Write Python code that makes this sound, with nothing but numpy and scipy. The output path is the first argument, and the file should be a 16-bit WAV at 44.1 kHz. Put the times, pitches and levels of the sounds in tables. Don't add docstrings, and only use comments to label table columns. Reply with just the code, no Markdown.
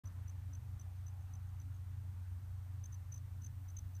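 import sys
import numpy as np
from scipy import signal
from scipy.fft import rfft, irfft, next_fast_len
from scipy.io import wavfile
from scipy.ndimage import uniform_filter1d, map_coordinates

SR = 44100
rng = np.random.default_rng(int(sys.argv[2]) if len(sys.argv) > 2 else 0)


def bounce(signal):
    frames = np.transpose(np.atleast_2d(signal))
    limited = np.clip(frames, -1, 1)
    pcm = np.round(limited * 32767).astype(np.int16)
    wavfile.write(sys.argv[1], SR, pcm)


N = 176400

# middle_s, peak_db, pitch_hz, length_s, second_delay_s, second_pitch_hz, second_fall_hz_per_s
CRICKET_CHIRPS = [ (0.0592, -57.5, 6020, 0.011, .0160, 6050, -10000),
                  (0.2827, -56.5, 6020, 0.0098, .0157, 6180, -20000),
                  (0.5363, -56, 6010, 0.01, 0.017, 6130, -20000),
                  (0.799, -56, 6000, 0.011, 0.016, 6130, 5000), (.970, -75, 6350, .011, 0.016, 6220, 30000),
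                  (1.0685, -57.5, 6070, 0.01, .0156, 6100, -5000),
                  (1.2085, -75, 6260, 0.01, 0.016, 6380, 30000),
                  (1.339, -58, 6100, 0.0081, .0158, 6160, -10000),
                  (1.4735, -76, 6350, .011, .0180, 6450, 30000),
                  (1.6018, -58.5, 6040, 0.0069, 0.016, 6130, -20000),
                  (1.747, -72, 6440, .011, 0.019, 6350, 30000), (2.8424, -51.5, 6090, .011, .0172, 6240, 0),
                  (2.9298, -57, 6120, 0.016, 0.017, 6100, 0),
                  (3.1263, -51.5, 6130, 0.016, .0188, 6100, 35000),
                  (3.1632, -57.5, 6100, .013, .0160, 6170, -10000),
                  (3.4223, -60, 6080, .012, 0.016, 6130, -20000),
                  (3.4484, -51.5, 6200, .013, 0.018, 6190, 24999.5),
                  (3.6882, -59.5, 6030, .013, .0156, 6120, -35000),
                  (3.7708, -49, 6260, 0.013, 0.019, 6170, 45000),
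                  (3.953, -58.5, 6100, 0.01, .0148, 6073, -25000)]
# frequency_hz, gain_db
SCRAPE_COLOUR = [(1000, -12), (2500, -3), (6000, -3), (9000, -2.5), (10500, -4.5), (14500, 1)]
# time_s, pitch_hz, level_db
ENGINE_DRONE = [(0, 91.07, -50), (.25, 90.75, -47.5), (1.9, 90.92, -46), (2.8, 90.9, -46.5),
                (3.35, 91.3, -48.5), (4, 91.84, -46)]
# centre_hz, width_hz, level_db
ENGINE_RUMBLE = [(38.3, 6.5, -68), (70.7, 22, -58), (117.53, 4.3, -56.5)]
# frequency_hz, gain_db
WIND_COLOUR = [(15, -31.5), (28, -17), (45, -8.5), (65, -1.5), (100, 0), (122, -5.5), (135, -8), (170, -18),
               (230, -20.5), (290, -27), (360, -36), (600, -57.5)]
# time_s, level_db
WIND_LOUDNESS = [(0, -54.5), (.5, -53), (1, -56.5), (1.7, -55.5), (2.4, -56), (3, -57), (3.6, -53.5),
                 (4, -55)]
# peak_time_s, level_db
HUM_SWELLS = [(.17, -77.5), (.53, -71.5), (1.3, -78.5), (1.65, -71), (2.06, -75), (3.6, -71)]
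# frequency_hz, gain_db
RUSH_COLOUR = [(150, -10), (330, -4.5), (450, -4.5), (600, -2), (780, -0.5), (1000, -.3), (1400, -2.2),
               (1850, -5), (2400, -11.5), (4000, -17.5), (8000, -31.5)]
# time_s, level_db
RUSH_LOUDNESS = [(0, -71), (.6, -72), (1.4, -72), (2.5, -73), (4, -73.5)]
# time_s, level_db
WHINE_LOUDNESS = [(0, -99), (.7, -85), (1.35, -76.5), (1.7, -86.5), (4, -92)]
# frequency_hz, gain_db
HISS_COLOUR = [(500, -8), (2500, 1.5), (4000, 0.5), (5000, -1.5), (6200, 2), (7200, -0.5), (8500, 2),
               (9600, 0.5), (10400, -4), (11300, -1.5), (13000, 2), (15000, -1.5)]
# frequency_hz, gain_db
SIZZLE_COLOUR = [(7000, -35), (10500, -17), (12500, -5.5), (14000, -1), (15000, 0.5)]
# time_s, level_db
SIZZLE_LOUDNESS = [(0, -90), (2.3, -84), (3.1, -83), (3.6, -76.5), (4, -74)]

FIRST_FALL_HZ_PER_S = 27000
SECOND_DB, SECOND_LENGTH_RATIO, SECOND_SCRAPE_DB = -0.2, .9, 2.5
TOOTH_JITTER_HZ, TOOTH_ROUGHNESS, TOOTH_CHANGES_PER_S = 45.3, 0.16, 900
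SCRAPE_DB, SCRAPE_GROWTH, USUAL_PEAK_DB = -15.5, .7, -55
ECHO_DB, ECHO_FADE_S = -16, .075
GUST_DB, HISS_DB = 1.8, -75
HUM_FADE_S = 0.067
START_S, FADE_IN_S, TOP_HZ = .036, .004, 15500


def crickets():
    t = np.arange(N) / SR
    jitter_hz = TOOTH_JITTER_HZ * wobble(TOOTH_CHANGES_PER_S)
    grip = 1 + TOOTH_ROUGHNESS * wobble(TOOTH_CHANGES_PER_S)
    scrape = amp(SCRAPE_DB) * noise(SCRAPE_COLOUR)
    song = np.zeros(N)
    for first_s, db, hz, length_s, delay_s, second_hz, second_fall in CRICKET_CHIRPS:
        first = (first_s, db, hz, length_s, FIRST_FALL_HZ_PER_S, 0)
        second = (first_s + delay_s, db + SECOND_DB, second_hz,
                  length_s * SECOND_LENGTH_RATIO, second_fall, SECOND_SCRAPE_DB)
        for middle_s, level_db, pitch_hz, span_s, fall, extra_scrape_db in (first, second):
            during = np.flatnonzero(np.abs(t - middle_s) < span_s / 2)
            from_middle_s = t[during] - middle_s
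            glide_hz = pitch_hz - fall * from_middle_s + jitter_hz[during]
            tone = amp(level_db) * np.sin(2 * np.pi * np.cumsum(glide_hz) / SR)
            rasp_db = USUAL_PEAK_DB + extra_scrape_db + SCRAPE_GROWTH * (level_db - USUAL_PEAK_DB)
            rasp = amp(rasp_db) * scrape[during]
            arch = np.abs(np.cos(np.pi * from_middle_s / span_s)) ** 1.02
            start = during[0]
            heard = ground_echo(arch * grip[during] * (tone + rasp))[:N - start]
            song[start:start + len(heard)] += heard
    return song


def ground_echo(stroke):
    t = np.arange(SR // 10) / SR
    direct = t == 0
    tail = rng.standard_normal(len(t)) * amp(-60 * t / ECHO_FADE_S)
    return signal.fftconvolve(stroke, direct + amp(ECHO_DB) * tail / np.linalg.norm(tail))


def engine():
    pitch_hz, level_db = curves(ENGINE_DRONE)
    phase = 2 * np.pi * np.cumsum(pitch_hz) / SR
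    overtone = amp(-37.5) * wobble(4.084) * np.sin(3 * phase)
    rumble = sum(amp(db) * noise_band(hz, width) for hz, width, db in ENGINE_RUMBLE)
    gain = np.sqrt(2) * amp(level_db + 0.41 * wobble(4.2))
    return gain * (np.sin(phase) + overtone) + rumble


def wind():
    level_db, = curves(WIND_LOUDNESS)
    return amp(level_db + GUST_DB * wobble(7)) * noise(WIND_COLOUR)


def far_hums():
    t = np.arange(N) / SR
    gain = sum(amp(db) * np.exp(-((t - peak_s) / HUM_FADE_S) ** 2) for peak_s, db in HUM_SWELLS)
    return gain * noise_band(centre_hz=273, width_hz=24)


def field_air():
    rush_db, = curves(RUSH_LOUDNESS)
    whine_db, = curves(WHINE_LOUDNESS)
    rush = amp(rush_db) * patchy(noise(RUSH_COLOUR), depth_db=1.6)
    whine = amp(whine_db) * noise_band(centre_hz=775, width_hz=130)
    return rush + whine + amp(HISS_DB) * noise(HISS_COLOUR)


def sizzle():
    level_db, = curves(SIZZLE_LOUDNESS)
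    return amp(level_db) * noise(SIZZLE_COLOUR)


def amp(db):
    return 10 ** (np.asarray(db) / 20)


def unit(x):
    return x / np.sqrt(np.mean(x ** 2) + 1e-20)


def curves(rows):
    times, *columns = np.transpose(rows)
    return [np.interp(np.arange(N) / SR, times, column) for column in columns]


def wobble(changes_per_s):
    points = rng.standard_normal(int(N * changes_per_s / SR) + 4)
    return map_coordinates(points, [np.arange(N) * changes_per_s / SR])


def filtered(x, gain_at):
    size = next_fast_len(N + SR // 2)
    return irfft(rfft(x, size) * gain_at(np.fft.rfftfreq(size, 1 / SR)), size)[:N]


def noise(colour):
    points_hz, db = np.transpose(colour)
    white = rng.standard_normal(N)
    return unit(filtered(white, lambda hz: amp(np.interp(np.log(hz + 1), np.log(points_hz), db))))


def noise_band(centre_hz, width_hz):
    white = rng.standard_normal(N)
    return unit(filtered(white, lambda hz: 1 / (1 + ((hz - centre_hz) / width_hz * 2) ** 4)))


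def patchy(x, depth_db):
    bands = signal.stft(x, nperseg=512)[2]
    drift = uniform_filter1d(rng.standard_normal(bands.shape), size=5, axis=0)
    drift = uniform_filter1d(drift, size=10, axis=1)
    return unit(signal.istft(bands * amp(depth_db * unit(drift)), nperseg=512)[1][:N])


def scene():
    return (crickets() + engine() + wind() + far_hums() + field_air() + sizzle())[None]


def record(dry):
    fade_in = np.clip((np.arange(N) / SR - START_S) / FADE_IN_S, 0, 1)
    return filtered(dry[0] * fade_in, lambda hz: hz < TOP_HZ)[None]


dry = scene()
out = record(dry)
bounce(out)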